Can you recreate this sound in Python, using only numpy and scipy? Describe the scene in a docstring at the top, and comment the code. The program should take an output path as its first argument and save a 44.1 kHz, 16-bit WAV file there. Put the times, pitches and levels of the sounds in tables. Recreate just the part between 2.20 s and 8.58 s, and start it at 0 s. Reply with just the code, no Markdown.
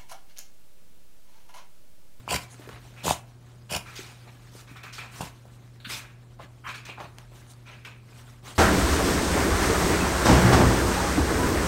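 """Dog snorting on towels

A small dog rolls and roots on towels on a living-room floor, with four snorts: noise jets through
nasal resonances, chopped by the palate, over a throat rush. Snuffles, two dull drags or presses,
gasps and faint whistles are shaped noise; fur and cloth rub as crackling noise; bumps and fold
snaps are damped pulses with noise. A mains hum and still air lie under it all; a small room answers."""
import sys
import numpy as np
from scipy import signal
from scipy.fft import rfft, irfft, next_fast_len
from scipy.io import wavfile
from scipy.ndimage import uniform_filter1d, map_coordinates

SR = 44100
rng = np.random.default_rng(int(sys.argv[2]) if len(sys.argv) > 2 else 0)


def file_out(sig):
    """Save sig as 16-bit WAV at sys.argv[1]."""
    # one column per channel
    cols = np.atleast_2d(sig).T
    # limit, then scale
    lim = np.clip(cols, -1, 1)
    pcm = np.round(lim * 32767).astype(np.int16)
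    wavfile.write(sys.argv[1], SR, pcm)


N = 281358
TIME = np.arange(N) / SR


def amp(db):
    """Decibels to gain."""
    return 10 ** (np.asarray(db) / 20)


def unit(x):
    """Scale to rms 1."""
    return x / np.sqrt(np.mean(x ** 2) + 1e-20)


def fade(t, t60):
    """Exponential decay from t = 0, 60 dB down after t60 seconds."""
    return amp(-60 * np.maximum(t, 0) / t60)


def along(points, hz):
    """Read (frequency [Hz], value) points on a log frequency axis."""
    f, v = np.transpose(points)
    return np.interp(np.log(hz + 1), np.log(f + 1), v)


def filtered(x, response):
    """Multiply the spectrum of x by a function of frequency."""
    m = next_fast_len(len(x) + SR // 8)
    spectrum = rfft(x, m) * response(np.fft.rfftfreq(m, 1 / SR))
    return irfft(spectrum, m)[:len(x)]


def coloured(x, spectrum):
    """x shaped by (frequency [Hz], level [dB]) points, rms 1."""
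    return unit(filtered(x, lambda f: amp(along(spectrum, f))))


def resonated(x, modes):
    """x through parallel (frequency [Hz], width [Hz], level [dB]) resonances of alternating sign, rms 1."""
    def response(f):
        total = 0
        for k, (centre, width, db) in enumerate(modes):
            band = 1j * f * width / (centre * centre - f * f + 1j * f * width)
            total = total + (-1) ** k * amp(db) * band
        return total
    return unit(filtered(x, response))


def wobble(rate, size=N):
    """Smooth random curve, rate knots a second."""
    knots = rng.standard_normal(int(size * rate / SR) + 4)
    return map_coordinates(knots, [np.arange(size) * rate / SR])


def turbulence(rate, depth_db, size=N):
    """Noise in small spurts, its colour shifting from moment to moment."""
    z = signal.stft(rng.standard_normal(size), nperseg=256)[2]
    patches = uniform_filter1d(rng.standard_normal(z.shape), size=4, axis=0)  # across frequency
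    patches = uniform_filter1d(patches, size=6, axis=1)  # across time
    noise = signal.istft(z * amp(3.24 * unit(patches)))[1][:size]
    return noise * amp(depth_db * wobble(rate, size))


def crackle(rate):
    """Sparse clicks of uneven size, on average rate a second, rms 1."""
    return unit(rng.standard_normal(N) * (rng.random(N) < rate / SR))


def puff(t, rise, hold, t60):
    """A flow that swells from a soft start, holds and dies away."""
    swell = np.sin(np.pi / 2 * np.clip(t / rise, 0, 1)) ** 1.02
    return swell * fade(t - rise - hold, t60)


def thud(t, hz, cycles):
    """Damped sine under an envelope that crests at 1 after some cycles."""
    u = t * hz / cycles
    return u ** 2 * np.exp(2 * (1 - u)) * np.sin(2 * np.pi * hz * t)


def add(track, s, sound):
    """Mix a sound into the track at time s."""
    part = track[max(round(s * SR), 0):][:len(sound)]
    part += sound[:len(part)]


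def gush(t):
    """Pressure builds for a few milliseconds behind the palate and drops as it slaps shut."""
    return np.exp(-((t + .0035) / .004) ** 2) - np.exp(-((t - .0035) / .0035) ** 2)


def wandering(x, depth, rate):
    """The resonances in x drift up and down together, as soft walls move."""
    return map_coordinates(x, [np.cumsum(1 + depth * wobble(rate))], mode="mirror")


# snorts: (time [s], rise [s], hold [s], fade t60 [s], nose [dB], throat [dB], nostril flare [0-1],
#          palate flutter [Hz])
SNORTS = [(0.0782, 0.048, 0.035, 0.086, -29.5, -35, 0.22, 55.95),
          (0.828, 0.052, 0.037, 0.15, -30, -34.5, 0.8, 73.7),
          (1.49, 0.045, 0.033, 0.095, -32, -37, 0.08, 77.54),
          (3.006, 0.00078, 0.0055, 0.2, -41, -37, 0, 77.9)]
# narrow nasal passages: (frequency [Hz], width [Hz], level [dB])
NARROW_NOSE = [(1430, 200, -3.5), (2485, 520, 0.5), (2980, 600, 0.5), (4590, 270, -3.5), (5260, 520, -6),
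               (7130, 220, -2), (8140, 370, -7.5), (9560, 510, -8), (11300, 820, -13), (14900, 4400, -18.5)]
# wide nostrils: (frequency [Hz], level [dB])
FLARED_NOSE = [(300, -58), (1300, -2), (1900, -5.5), (3600, 4), (5300, -5.5), (6700, -0.5), (9200, -2.5),
               (10500, -6.5), (15500, -11)]
# throat resonances: (frequency [Hz], width [Hz], level [dB])
THROAT = [(146, 72, -5), (692, 104, -7.5), (1010, 115, -4.5)]
NASAL_DRIFT, DRIFTS_PER_S = 0.022, 60  # scale of the wander as a share of pitch
# above SNORT_TOP_HZ the jet lags its body and grows faster than the flow
SNORT_TOP_HZ, SNORT_TOP_POWER, TOP_LAG_S = 5000, 1.4, 0.0018


def snorts(beats):
    """Air blasts through the wet nose, chopped by palate flaps, and the throat; stronger flow is brighter."""
    gush_db = sum(db * gush(TIME - s) for s, _, _, db in beats)
    jet = unit(turbulence(rate=420, depth_db=0.4)) + 0.37 * crackle(rate=1100)
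    narrow = wandering(resonated(jet, NARROW_NOSE), NASAL_DRIFT, DRIFTS_PER_S)
    wide = wandering(coloured(jet, FLARED_NOSE), NASAL_DRIFT, DRIFTS_PER_S)
    rush = resonated(turbulence(rate=310, depth_db=1.5), THROAT)
    rush = unit(filtered(rush, lambda f: 1 / (1 + (f / 1500) ** 4)))
    nose, throat = np.zeros(N), np.zeros(N)
    for s, rise, hold, t60, nose_db, throat_db, flare, _ in SNORTS:
        flare = np.clip(flare, 0, 1)
        air = unit((1 - flare) * narrow + flare * wide)
        body = filtered(air, lambda f: 1 / (1 + (f / SNORT_TOP_HZ) ** 4))
        flow = puff(TIME - s, rise, hold, t60)
        top_flow = puff(TIME - s - TOP_LAG_S, rise, hold, t60) ** SNORT_TOP_POWER
        nose += amp(nose_db + gush_db) * (flow * body + top_flow * (air - body))
        throat += amp(throat_db) * flow * rush
    return nose, throat


FLAP_DB, FLAP_HZ, FLAP_JITTER_S = 10, 673, 0.00088  # level over throat rush, typical ring, timing scatter
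FLARE_POP_DB, FLARE_RELIEF = 7.5, 0.7  # at full flare: louder pops, share of chopping lost
CHOP_DB = 6.5  # gush over the steady jet, choked after it, at full flow without flare


def flutter():
    """The palate flaps near-steadily, as hard as the air flows: rows (s, level dB, ring Hz, gush dB)."""
    rows = []
    for s, rise, hold, t60, _, throat_db, flare, hz in SNORTS:
        chance = rng.standard_normal((12, 4))  # 12 flaps a snort
        for k, (late, size, pitch, spurt) in enumerate(chance, 1):
            flow = puff(k / hz, rise, hold, t60)
            db = throat_db + FLAP_DB + FLARE_POP_DB * flare + 20 * np.log10(flow ** 2 + 1e-6)
            gush_db = CHOP_DB * (1 - FLARE_RELIEF * flare) * flow * (1 + 0.041 * spurt)
            ring_hz = FLAP_HZ * np.exp(.18 * pitch)
            rows.append((s + k / hz + FLAP_JITTER_S * late, db + 2.0 * size, ring_hz, gush_db))
    return rows


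# palate slamming shut: (time [s], level [dB], ring [Hz])
SLAMS = [(.078, -21.5, 990), (.1155, -21, 586), (.869, -18, 760), (.880, -13.5, 1060), (0.9089, -8.5, 800),
         (3.0072, -21.5, 794), (3.019, -27, 850)]
PUSH_DB, SLAM_PUSH_DB, WET_CLICK_DB = -26, -12.5, -25.5  # relative to the pop


def flaps(beats):
    """Each palate slap pops in the throat with a wet-tissue click and pushes out a slug of air."""
    out, t = np.zeros(N), TIME[:SR // 16]
    push = thud(t, hz=163, cycles=0.27)
    for slaps, push_db in [(beats, PUSH_DB), (SLAMS, SLAM_PUSH_DB)]:
        for s, db, hz, *_ in slaps:
            click = amp(WET_CLICK_DB) * rng.standard_normal(len(t)) * fade(t, t60=0.025)
            pop = thud(t, hz, cycles=0.82)
            add(out, s, amp(db) * (pop + amp(push_db) * push + click))
    return out


# lowest room modes: (frequency [Hz], width [Hz], level [dB])
BOOM_MODES = [(78, 7, 3.5), (172, 14, -5)]


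def boom():
    """Each snort's blast stirs the lowest room modes 25 ms late: narrow noise bands follow its flow."""
    drive = 0
    for s, rise, hold, t60, _, throat_db, *_ in SNORTS:
        drive = drive + amp(throat_db) * puff(TIME - s - .025, rise, hold / 2, t60)
    return drive * resonated(rng.standard_normal(N), BOOM_MODES)


# sniffs, and two dull muffled drags or presses on the towel at 4.19 and 4.77:
# (time [s], rise [s], fade t60 [s], level [dB], brightness [dB], nasal band [dB])
SNUFFLES = [(0.762, 0.022, 0.54, -56.5, -4, 5.5), (1.651, 0.013, 0.62, -52.5, -4.5, 1.5),
            (1.753, 0.0068, 0.76, -51.5, 10.5, 5), (2.468, 0.016, 0.35, -54, -6, 1),
            (2.556, 0.0095, 0.3, -49.5, -5, -3), (2.631, 0.0044, 0.37, -43, -4, -4),
            (2.724, 0.009, 0.7, -50, 6.5, -2), (2.779, 0.0045, 0.4, -43.5, -3.5, 3.5),
            (3.688, 0.019, 0.46, -39.5, 3.5, 0), (4.189, 0.019, 0.23, -46.5, -24.5, -26),
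            (4.462, 0.024, 0.31, -41, -7, 1), (4.54, 0.0093, 0.32, -45.5, 0.5, -1),
            (4.65, 0.0037, 0.32, -55, 8, 9), (4.679, 0.0093, 0.28, -53, 0.5, 11.5),
            (4.772, 0.034, 0.19, -39.5, -17, -14), (5.447, 0.038, 0.55, -56.5, -1.5, 8.5),
            (5.647, 0.0034, 0.37, -49.5, 1, 6)]
# nasal band: (frequency [Hz], level [dB])
SNIFF = [(480, -5.5), (1080, 1), (1900, 0.5), (2330, 3.5), (3000, -2), (4200, -9), (12000, -91)]
# nostril hiss, also the colour of snap ticks: (frequency [Hz], level [dB])
HISS = [(1500, -19), (3400, 3), (6000, -1), (9600, -9.5), (10500, -14.5), (15500, -13)]
# lingering narrow band: (frequency [Hz], level [dB])
NASAL_RING = [(1800, -40), (2300, -1), (2620, -2.5), (2950, -42)]
MUZZLE_HZ, MUZZLE_OCTAVE_DB = 1600, 19.5  # resonance sinks an octave per this much negative brightness
RING_DB, RING_LINGER = -4, 1.05  # lingering band over nasal band: level, fade-time ratio
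FOLLOW_LAG = 0.36  # nasal band delay, share of the rise
HISS_POWER = 1.51  # hiss grows faster than flow


def snuffles():
    """Sniffs and two dull drags or presses: a low resonance leads, nasal band, hiss and a narrow band follow."""
    out, t = np.zeros(N), TIME[:SR // 2]

    def air(shape):
        return coloured(turbulence(rate=380, depth_db=1.5, size=len(t)), shape)

    for s, rise, t60, db, bright_db, nose_db in SNUFFLES:
        hz = MUZZLE_HZ * 2 ** (min(bright_db, 0) / MUZZLE_OCTAVE_DB)
        hollow = [(hz / 6, -14), (hz / 2, -14), (hz * 0.95, 1), (hz * 1.78, -5), (hz * 3, -25), (hz * 10, -48)]
        muzzle = air(hollow) * puff(t, rise / 2, rise / 2, t60)
        nose = amp(nose_db) * air(SNIFF) * puff(t - FOLLOW_LAG * rise, rise, 0, t60)
        hiss = amp(bright_db) * air(HISS) * puff(t, rise, rise, t60) ** HISS_POWER
        ring = amp(nose_db + RING_DB) * air(NASAL_RING) * puff(t, rise + 0.014, 0, t60 * RING_LINGER)
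        add(out, s, amp(db) * (muzzle + nose + hiss + ring))
    return out


# in-draughts through pinched nostrils: (time [s], rise [s], level [dB], resonance [Hz],
#                                        upper resonances [dB])
GASPS = [(3.600, 0.0026, -53.5, 1580, -1), (3.644, 0.0091, -38, 1630, -8.5),
         (4.437, 0.029, -36.5, 1154, -17)]
GASP_T60_S = 0.15


def gasps():
    """Air drawn in sharply rings one muzzle resonance, lower and duller when pressed into the towel."""
    out, t = np.zeros(N), TIME[:SR // 4]
    for s, rise, db, hz, upper_db in GASPS:
        shape = [(hz / 2, -35), (hz * 0.76, -9), (hz, 0), (hz * 1.12, -8),
                 (hz * 2.78, upper_db), (hz * 3, upper_db - 23.5)]
        air = coloured(rng.standard_normal(len(t)), shape)
        add(out, s, amp(db) * air * puff(t, rise, rise / 2, GASP_T60_S))
    return out


# thin nostril whistles: (time [s], length [s], level [dB])
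WHISTLES = [(0.295, 0.056, -54), (5.266, 0.069, -58.5)]


def whistles():
    """Air squeezes through a nearly closed nostril: noise in two high resonances."""
    flow = 0
    for s, length, db in WHISTLES:
        flow = flow + amp(db) * puff(TIME - s, length / 2, length / 4, t60=0.08)
    return flow * resonated(rng.standard_normal(N), [(6440, 590, -1.5), (9500, 730, -1)])


# strokes on the towel; the row at 0.174 is the bright hissing end of the first snort:
# (time [s], length [s], cloth [dB], fur over cloth [dB])
RUBS = [(0.174, 0.083, -67, 16), (0.406, 0.082, -57.5, -12), (0.492, 0.11, -50, -25),
        (1.675, 0.095, -50, -7.5), (1.762, 0.21, -63, -4), (2.069, 0.039, -52.5, -40),
        (2.311, 0.14, -60, 3.5), (2.907, 0.21, -48.5, -0.5), (3.265, 0.051, -63, -38), (3.3, 0.08, -72, 0),
        (3.66, 0.17, -51, 9.5), (4.185, 0.086, -52, -12), (4.788, 0.094, -47, -39),
        (4.967, 0.076, -61, -10), (5.129, 0.14, -58.5, -2), (5.294, 0.041, -67, 10),
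        (5.848, 0.37, -58.5, -4), (6.225, 0.14, -46.5, -5.5), (6.348, 0.04, -52, 4.5)]
# light rustle as the dog wriggles: (time [s], level [dB])
WRIGGLE = [(0, -58.5), (.7, -55.5), (1.15, -63), (2.1, -59.5), (3.4, -63), (4.1, -65.5), (5, -63.5),
           (6.3, -66.5)]
# cloth colour: (frequency [Hz], level [dB])
CLOTH = [(60, 13), (380, 6.5), (1100, 6.5), (2400, 2.5), (4200, -3.5), (8000, -41)]
# fur colour: (frequency [Hz], level [dB])
FUR = [(1500, -16), (3800, -0.5), (6500, -1.5), (9600, -4), (10500, -8.5), (15500, -9.5)]
WRIGGLE_FUR_DB = -4  # fur over cloth in the rustle


def rubbing():
    """Terry loops catch and let go, some with a small tick, and fur hisses finer; one row ends a snort."""
    cloth = amp(np.interp(TIME, *np.transpose(WRIGGLE)))
    fur = amp(WRIGGLE_FUR_DB) * cloth
    for s, length, db, fur_db in RUBS:
        stroke = amp(db) * puff(TIME - s, 0.33 * length, 0.39 * length, 0.84 * length)
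        cloth = cloth + stroke
        fur = fur + amp(fur_db) * stroke
    loops = coloured(unit(turbulence(rate=500, depth_db=0.0)) + 0.5 * crackle(rate=350), CLOTH)
    hairs = coloured(unit(turbulence(rate=1600, depth_db=-1.5)) + 0.09 * crackle(rate=300), FUR)
    return (cloth * loops + fur * hairs) * amp(1.5 * wobble(rate=25))


# paws, muzzle and body on the padded floor: (time [s], level [dB], ring [Hz])
BUMPS = [(0.395, -36.5, 334), (0.474, -36, 393), (0.493, -37, 470), (1.791, -33, 354), (2.351, -37.5, 407),
         (2.512, -39, 246), (3.253, -40, 604), (3.668, -37.5, 212), (4.809, -36, 474), (5.118, -44, 610)]


def bumps():
    """Padded contacts: a dead knock and a dull scuff as the towel gives."""
    out, t = np.zeros(N), TIME[:SR // 10]
    for s, db, hz in BUMPS:
        dull = [(hz / 3, -8), (hz, 0), (hz * 4, -22)]
        scuff = coloured(rng.standard_normal(len(t)), dull) * fade(t, t60=0.19)
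        add(out, s, amp(db) * (thud(t, hz, cycles=0.83) + amp(-16.0) * scuff))
    return out


# fold snaps and, at 4.803, the knock of a soft thump: (time [s], tick [dB], flap over tick [dB])
SNAPS = [(0.344, -52.5, 18.5), (0.491, -48, 25), (0.529, -50.5, 18), (4.803, -50, 25.5), (4.985, -35, 4.5),
         (5.267, -53, 14.5), (5.336, -43, 3.5)]


def snaps():
    """A fold pulling taut, or once a soft thump's knock: a dry tick and a short pulse that shivers out."""
    out, t = np.zeros(N), TIME[:SR // 10]
    for s, db, flap_db in SNAPS:
        tick = coloured(rng.standard_normal(len(t)), HISS) * fade(t, t60=0.0046)
        shiver = resonated(rng.standard_normal(len(t)), [(1090, 300, 0)]) * fade(t, t60=0.044)
        flap = thud(t, hz=1230, cycles=0.12) + amp(-16.5) * shiver
        add(out, s, amp(db) * (tick + amp(flap_db) * flap))
    return out


# room decay: (frequency [Hz], t60 [s])
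ROOM_DECAY = [(700, 0.37), (2450, 0.29), (3500, 0.18), (9000, 0.21)]


def room(x):
    """The walls answer; each frequency of the noise tail dies at its own speed."""
    hz, t, z = signal.stft(rng.standard_normal(SR * 2 // 3), SR, nperseg=256)
    decay = fade(t, along(ROOM_DECAY, hz)[:, None])
    tail = signal.istft(z * decay, SR, nperseg=256)[1]
    tail *= np.clip(TIME[:len(tail)] / 0.011, 0, 1)  # 11 ms build-up
    return signal.fftconvolve(x, tail / np.linalg.norm(tail))[:N]


# hum harmonics 1-3: (level [dB])
HUM_DB = [-49.5, -70, -71.5]
# still room air: (frequency [Hz], relative density [dB])
AIR = [(22, -16), (41, 21), (55, 4), (76, 10), (210, 3.5), (340, -2.5), (700, -9), (2500, -26), (9000, -35),
       (15500, -34)]
HUM_HZ = 120  # fundamental


def background():
    """Mains hum of an appliance, three harmonics of slightly unsteady level, over still-air noise."""
    hum = 0
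    for k, db in enumerate(HUM_DB, 1):
        cycles = k * HUM_HZ * TIME + rng.random()
        hum = hum + amp(db) * np.sqrt(2) * np.sin(2 * np.pi * cycles)
    air = amp(-54.5) * coloured(rng.standard_normal(N), AIR)
    return hum * amp(0.26 * wobble(rate=2.42)) + air


def scene():
    """The dog and its towels in the room."""
    beats = flutter()
    nose, throat = snorts(beats)
    pops = flaps(beats)
    cloth = rubbing() + bumps() + snaps()
    sniffs = snuffles() + gasps() + whistles()
    snort_send = amp(-8.5) * nose + amp(-10.0) * throat + amp(-19) * pops
    echo = room(snort_send + amp(-10.0) * sniffs + amp(-11) * cloth)
    return (nose + throat + pops + boom() + sniffs + cloth + echo + background())[None]


TOP_HZ = 15700  # no sound from here up


def record(dry):
    """The sound loses the deepest bass, softens at the top and stops at 15.7 kHz."""
    def response(f):
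        bass = f ** 4 / (f ** 4 + 33 ** 4)
        treble = 1 / np.sqrt(1 + (f / TOP_HZ) ** 12)
        return (f < TOP_HZ) * bass * treble
    return filtered(dry[0], response)[None]


dry = scene()
out = record(dry)
file_out(out)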